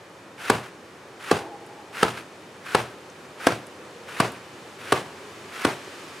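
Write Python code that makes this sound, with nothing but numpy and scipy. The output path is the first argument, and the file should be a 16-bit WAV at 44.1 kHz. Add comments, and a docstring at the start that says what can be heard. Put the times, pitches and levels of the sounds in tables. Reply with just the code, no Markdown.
"""A back yard: bare fists land eight slow, even punches on a sand-filled canvas bag fixed to a brick wall.
A sleeve swishes ahead of each blow; the bag knocks, its filling crunches and settles,
the wall booms and the yard answers with dull echoes. Far traffic murmurs throughout,
and its tyre hiss grows towards the end as one car draws near."""
import sys
import numpy as np
from scipy import signal
from scipy.fft import rfft, irfft
from scipy.io import wavfile
from scipy.ndimage import uniform_filter1d

SR = 44100
rng = np.random.default_rng(int(sys.argv[2]) if len(sys.argv) > 2 else 0)


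def master_out(mix):
    """Clip the mix to full scale and print it as 16-bit PCM to the path in sys.argv[1]."""
    frames = np.transpose(np.atleast_2d(mix))
    ceiling = np.clip(frames, -1, 1)
    pcm = np.round(ceiling * 32767).astype(np.int16)
    wavfile.write(sys.argv[1], SR, pcm)


N = 273420
TIME = np.arange(N) / SR

# Each fist finds the filling packed differently, which retunes the bag; its upper two resonances
# follow the tautness of the canvas. Each row: impact in seconds; pitch ratios of thud, knock and canvas;
# relative levels in dB of thud, knock, clop, slap, crunch and wall; swing length in seconds;
# swing and pull-back levels in dB.
PUNCHES = [(0.498, 0.95, 1.01, 0.99, -13, -12.5, -43, -19, -11.5, 1.5, .13, -30.5, -43),
           (1.3119, 1.1, 1.05, 1, -13, -8.5, -11.5, -11.5, -14.5, -11, 0.13, -32.5, -55),
           (2.0277, 0.76, 1.05, 1.1, -16.5, -13.5, -20, -11, -14, 0, .11, -30, -38),
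           (2.7469, .72, 1.04, 1.12, -17.5, -10.5, -13.5, -16, -14, 3, 0.12, -33.5, -49),
           (3.4671, 1.05, 1.15, 0.921, -11, -10.5, -8, -21, -13.5, 3.5, 0.097, -33.5, -59),
           (4.1999, 0.63, 0.77, 0.975, -16, -17, -20, -12.5, -14, -0.5, 0.15, -33.5, -46.5),
           (4.921, 1.07, 0.98, 0.95, -15.5, -12.5, -16.5, -12, -13, -4, 0.15, -34, -51),
           (5.648, 1.05, 0.93, 0.939, -13, -21, -18.5, -16, -14.5, -5, 0.15, -30.5, -59)]
# Stereo image of close and of distant sounds. Each row: frequency in Hz, left-right likeness (1 is mono).
NEAR_LIKENESS = [(100, 1), (400, 0.99), (1000, 0.91), (3000, 0.84), (8000, 0.89), (13000, 0.68)]
FAR_LIKENESS = [(100, 1), (400, 0.99), (1000, 0.8), (3000, 0.6), (8000, 0.79), (13000, 0.29)]


def bag_knocks():
    """The padding spreads the blow: each resonance swells for a few ms and the sand damps it at once."""
    # Thud, knock, clop and slap. 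Each row: base pitch in Hz, rise in seconds, delay in seconds.
    resonances = [(266, 0.0026, 0.00048), (430, 0.0023, 0.00071), (762, 0.0021, 0.00084),
                  (1179, 0.0031, 0.0012)]
    out, t = np.zeros(N), TIME[:SR // 10]
    for impact, thud, knock, canvas, *levels_db in PUNCHES:
        tuning = (thud, knock, canvas, canvas)
        for k, (hz, rise, delay) in enumerate(resonances):
            pulse = t / rise * np.exp(1 - t / rise)
            tone = pulse * np.sin(2 * np.pi * hz * tuning[k] * t)
            out += placed(impact + delay, (-1) ** k * from_db(levels_db[k]) * tone)
    return out


def crunch(gain_db, grain_db, lead_s):
    """Knuckles sink in and stop, crushing canvas and sand in one dense, gritty crack."""
    # Colour of the crack. Each row: frequency in Hz, relative level in dB.
    colour = [(100, -16), (250, -6), (600, -5), (1000, 0), (1550, 2), (2200, -8.5), (3200, -10.5),
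              (5000, -13), (7000, -22), (9000, -15), (12000, -29.5), (16000, -39)]
    force = 0
    for impact, *_, crunch_db, _wall_db, _swing_s, _swing_db, _back_db in PUNCHES:
        crush = envelope(impact - lead_s, attack_s=0.0041, hold_s=0.0021, t60=0.019)
        force += from_db(crunch_db + gain_db) * crush
    return force * uneven(grain_db, size=20) * noise(colour, NEAR_LIKENESS)


def wall_boom(lag_s, blow_db, rebound_s, rebound_db):
    """The wall booms under the blow and again as the bag drops back against it."""
    # The wall's low modes. Each row: pitch in Hz, relative level in dB, time to fall 60 dB in seconds.
    modes = [(84.8, -53.5, 0.93), (122.2, -33.5, 0.28), (142, -30.5, 0.092), (209, -40.5, 0.2)]
    t = TIME[:SR]
    ring = sum(from_db(db - 60 * t / t60) * np.sin(2 * np.pi * hz * t) for hz, db, t60 in modes)
    boom = ring * np.minimum(t / 0.0082, 1)
    double_boom = placed(lag_s, from_db(blow_db) * boom) + placed(rebound_s, from_db(rebound_db) * boom)
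    return sum(placed(impact, from_db(wall_db) * double_boom)
               for impact, *_, wall_db, _swing_s, _swing_db, _back_db in PUNCHES)


def settling_sand(gain_db, grain_db, lag_s):
    """Grains slide back in small clumps as the fist pulls out."""
    # Colour of the sliding filling. Each row: frequency in Hz, relative level in dB.
    colour = [(41, -42), (70, -12), (124, 0.5), (286, -6), (368, 1), (554, -2.5), (711, -1.5), (797, -5),
              (1000, -4), (1410, -14.5), (1810, -17), (2600, -16.5), (9490, -34.5), (12500, -54),
              (16000, -64)]
    flow = sum(envelope(impact + lag_s, attack_s=0.0032, hold_s=0.0034, t60=0.34)
               for impact, *_ in PUNCHES)
    return from_db(gain_db) * flow * uneven(grain_db, size=60) * noise(colour, NEAR_LIKENESS)


def sleeve(press_db, flutter_db, growth_db_per_s):
    """Cloth swishes up as the arm gains speed, rubs as the fist presses in and swishes on the way back."""
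    # Colour of the swish. Each row: frequency in Hz, relative level in dB.
    colour = [(150, -20.5), (500, -9.5), (1000, -5), (1480, 1.5), (1950, -4), (2500, -4), (3500, -11),
              (6000, -18.5), (8000, -20.5), (9600, -19), (12000, -25), (16000, -36)]
    attack_s, follow_through_s, pull_back_lag_s = 0.04, 0.048, 0.15
    power = 0
    for impact, *_, swing_s, swing_db, back_db in PUNCHES:
        level_db = np.where(TIME < impact, swing_db + growth_db_per_s * (TIME - impact), press_db)
        hold_s = swing_s - attack_s + follow_through_s
        stroke = from_db(level_db) * envelope(impact - swing_s, attack_s, hold_s, t60=0.28)
        pull_back = from_db(back_db) * swell(impact + pull_back_lag_s, width_s=0.046)
        power += stroke ** 2 + pull_back ** 2
    return np.sqrt(power) * uneven(flutter_db, size=300) * noise(colour, NEAR_LIKENESS)


def canvas_release(level_db, delay_s, width_s):
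    """The dented canvas springs back with a bright rasp as the fist leaves."""
    # Colour of the rasp. Each row: frequency in Hz, relative level in dB.
    colour = [(500, -20), (2500, 2), (9500, -4), (16000, -26)]
    release = sum(swell(impact + delay_s, width_s) for impact, *_ in PUNCHES)
    return from_db(level_db) * release * noise(colour, NEAR_LIKENESS)


def cloth_ticks(t60, width_ratio):
    """Fabric gives tiny bright snaps between blows."""
    # Each row: start in seconds, level before filtering in dB, band centre in Hz.
    snaps = [(1.664, -45, 8900), (3.099, -40, 6300), (3.667, -38.5, 8900), (4.318, -37, 9500),
             (5.846, -40, 6000)]
    out, t = np.zeros((2, N)), TIME[:SR // 10]
    for start, db, hz in snaps:
        snap = from_db(db - 60 * t / t60) * rng.standard_normal(len(t))
        out += placed(start, band(snap, hz / width_ratio, hz * width_ratio))
    return out


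def yard_echoes(blows, high_cut_hz, tail_db, tail_t60):
    """The yard throws back a few dull echoes, then a faint diffuse tail."""
    # Bounces off fence, ground and house. Each row: delay in seconds, level in dB.
    echoes = [(.0075, -24.5), (0.018, -18), (.036, -22), (.052, -17.5), (0.063, -39.5)]
    dull = band(blows.mean(axis=0), 62, high_cut_hz)
    out = np.zeros((2, N))
    for delay, db in echoes:
        skew_s = rng.uniform(-0.00013, 0.00006)   # nudges the echo to one side
        out += from_db(db) * np.array([placed(delay - skew_s, dull), placed(delay + skew_s, dull)])
    t = TIME[:SR]
    white = noise([(100, 0), (16000, 0)], FAR_LIKENESS)[:, :SR]
    tail = white * from_db(-60 * t / tail_t60) * np.minimum(t / 0.018, 1)
    tail /= np.sqrt(np.sum(tail[0] ** 2))
    return out + from_db(tail_db) * signal.fftconvolve(dull[None], tail, axes=1)[:, :N]


def traffic_murmur(start_db, growth_db_per_s, engine_width_hz):
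    """Far roads murmur and slowly thicken; three engines swell out of them."""
    # Colour of the murmur. Each row: frequency in Hz, relative level in dB.
    colour = [(15, -80), (25, -50), (53, -31), (62, -34), (75, -7.5), (200, -4.5), (243, -5), (278, -3),
              (386, 0), (450, -3), (567, -2.5), (662, -8), (850, -6.5), (1540, -12), (2500, -22),
              (3250, -72), (5500, -120)]
    # Far engines. Each row: peak in seconds, pitch in Hz, level in dB, swell width in seconds.
    engines = [(3.92, 477, -49, 0.21), (5.2, 405.4, -50.5, 0.42), (5.88, 382, -47.5, 0.16)]
    murmur = from_db(start_db + growth_db_per_s * TIME) * noise(colour, FAR_LIKENESS)
    drones = sum(from_db(db) * swell(peak_s, width_s) * rough_tone(hz, engine_width_hz)
                 for peak_s, hz, db, width_s in engines)
    return murmur + drones


def tyre_hiss(start_db, growth_db_per_s, car_db, bounce_s, bounce_db):
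    """Far tyres hiss louder as one car draws near; the house wall reflects the sound."""
    # Colour of the tyres. Each row: frequency in Hz, relative level in dB.
    colour = [(400, -15), (1000, 1.5), (1700, 1), (2600, 0), (4000, -5.5), (7000, -10), (10000, -14.5),
              (13000, -22), (16000, -32)]
    nearest_s, pass_s = 5.96, 0.46   # pass time is the car's least distance over its speed
    hiss = noise(colour, FAR_LIKENESS)
    bounce = from_db(bounce_db) * np.roll(hiss, round(bounce_s * SR), axis=1)
    roads = from_db(start_db + growth_db_per_s * TIME)
    car = from_db(car_db) / np.hypot(1, (TIME - nearest_s) / pass_s)
    return np.hypot(roads, car) * (hiss + bounce)


def faint_hum():
    """A faint, rough hum grows out of the second punch, wavers and fades."""
    # Bands of the hum. Each row: pitch in Hz, level in dB, width in Hz.
    partials = [(341, -44, 36), (457, -45, 84), (677, -45, 87), (817, -42.5, 42), (847, -43.5, 83)]
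    tones = sum(from_db(db) * rough_tone(hz, width_hz) for hz, db, width_hz in partials)
    return envelope(start_s=1.3, attack_s=0.02, hold_s=0.02, t60=2.1) * tones


def from_db(db):
    """Decibels to gain."""
    return 10 ** (np.asarray(db) / 20)


def at_hz(points, hz):
    """Read a table on a log-frequency axis."""
    known_hz, values = np.transpose(points)
    return np.interp(np.log(hz + 1e-9), np.log(known_hz), values)


def noise(colour, likeness):
    """Steady stereo noise of a given colour and left-right likeness; rms 1."""
    hz = np.arange(N // 2 + 1) * SR / N
    mid, side = rfft(rng.standard_normal((2, N))) * from_db(at_hz(colour, hz))
    alike = np.clip(at_hz(likeness, hz), 0, 1)
    out = irfft(np.sqrt(1 + alike) * mid + np.sqrt(1 - alike) * side * [[1], [-1]], N)
    return out / out.std()


def rough_tone(hz, width_hz):
    """A narrow band of noise around a steady pitch; rms 1."""
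    low_pass = signal.butter(2, width_hz / 2, fs=SR, output="sos")
    waver = signal.sosfilt(low_pass, rng.standard_normal((2, N)))
    phase = 2 * np.pi * hz * TIME
    return (waver[0] * np.cos(phase) + waver[1] * np.sin(phase)) / waver.std()


def band(x, low_hz, high_hz):
    """Gentle band-pass."""
    band_pass = signal.butter(2, [low_hz, min(high_hz, 0.45 * SR)], "band", fs=SR, output="sos")
    return signal.sosfilt(band_pass, x + 1e-18)


def placed(start_s, x):
    """A sound set at its time on an empty track."""
    return np.pad(x, (max(round(start_s * SR), 0), N))[:N]


def envelope(start_s, attack_s, hold_s, t60):
    """Gain that rises evenly to 1, holds, then falls 60 dB in t60 seconds."""
    t = TIME - start_s
    return np.clip(t / attack_s, 0, 1) * from_db(-60 * np.clip((t - attack_s - hold_s) / t60, 0, 2))


def swell(centre_s, width_s):
    """A smooth rise and fall of height 1."""
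    return np.exp(-((TIME - centre_s) / width_s) ** 2)


def uneven(depth_db, size):
    """A random gain that changes over about size samples."""
    lumps = uniform_filter1d(rng.standard_normal(N), size=size)
    return from_db(depth_db * lumps / lumps.std())


def scene():
    """The bag close by, the yard around it, traffic far off."""
    blows = bag_knocks() + crunch(gain_db=0.76, grain_db=2.0, lead_s=0.0012)
    body = wall_boom(lag_s=0.0023, blow_db=0.5, rebound_s=0.054, rebound_db=-0.5)
    sand = settling_sand(gain_db=-23.5, grain_db=2.5, lag_s=0.0049)
    cloth = sleeve(press_db=-32.5, flutter_db=1.5, growth_db_per_s=83)
    cloth += canvas_release(level_db=-45, delay_s=0.07, width_s=0.028)
    cloth += cloth_ticks(t60=0.037, width_ratio=1.24)
    yard = yard_echoes(blows, high_cut_hz=7200, tail_db=-20, tail_t60=0.72)
    near = (blows + body + sand + cloth + yard) * from_db([[0.16], [-0.16]])   # a hair to the left
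    traffic = traffic_murmur(start_db=-46.5, growth_db_per_s=0.41, engine_width_hz=67)
    traffic += tyre_hiss(start_db=-53, growth_db_per_s=0.91, car_db=-46, bounce_s=0.001656, bounce_db=-15)
    return near + traffic + faint_hum()


def record(dry):
    """The microphone sheds deep bass, peaks clip just under full scale, the top is cut."""
    low_cut_hz, high_cut_hz = 80, 16000
    thin = signal.sosfilt(signal.butter(4, low_cut_hz, "high", fs=SR, output="sos"), dry)
    clipped = np.clip(thin, -0.95, 0.95)
    return signal.sosfilt(signal.ellip(10, 0.2, 90, high_cut_hz, fs=SR, output="sos"), clipped)


dry = scene()
out = record(dry)
master_out(out)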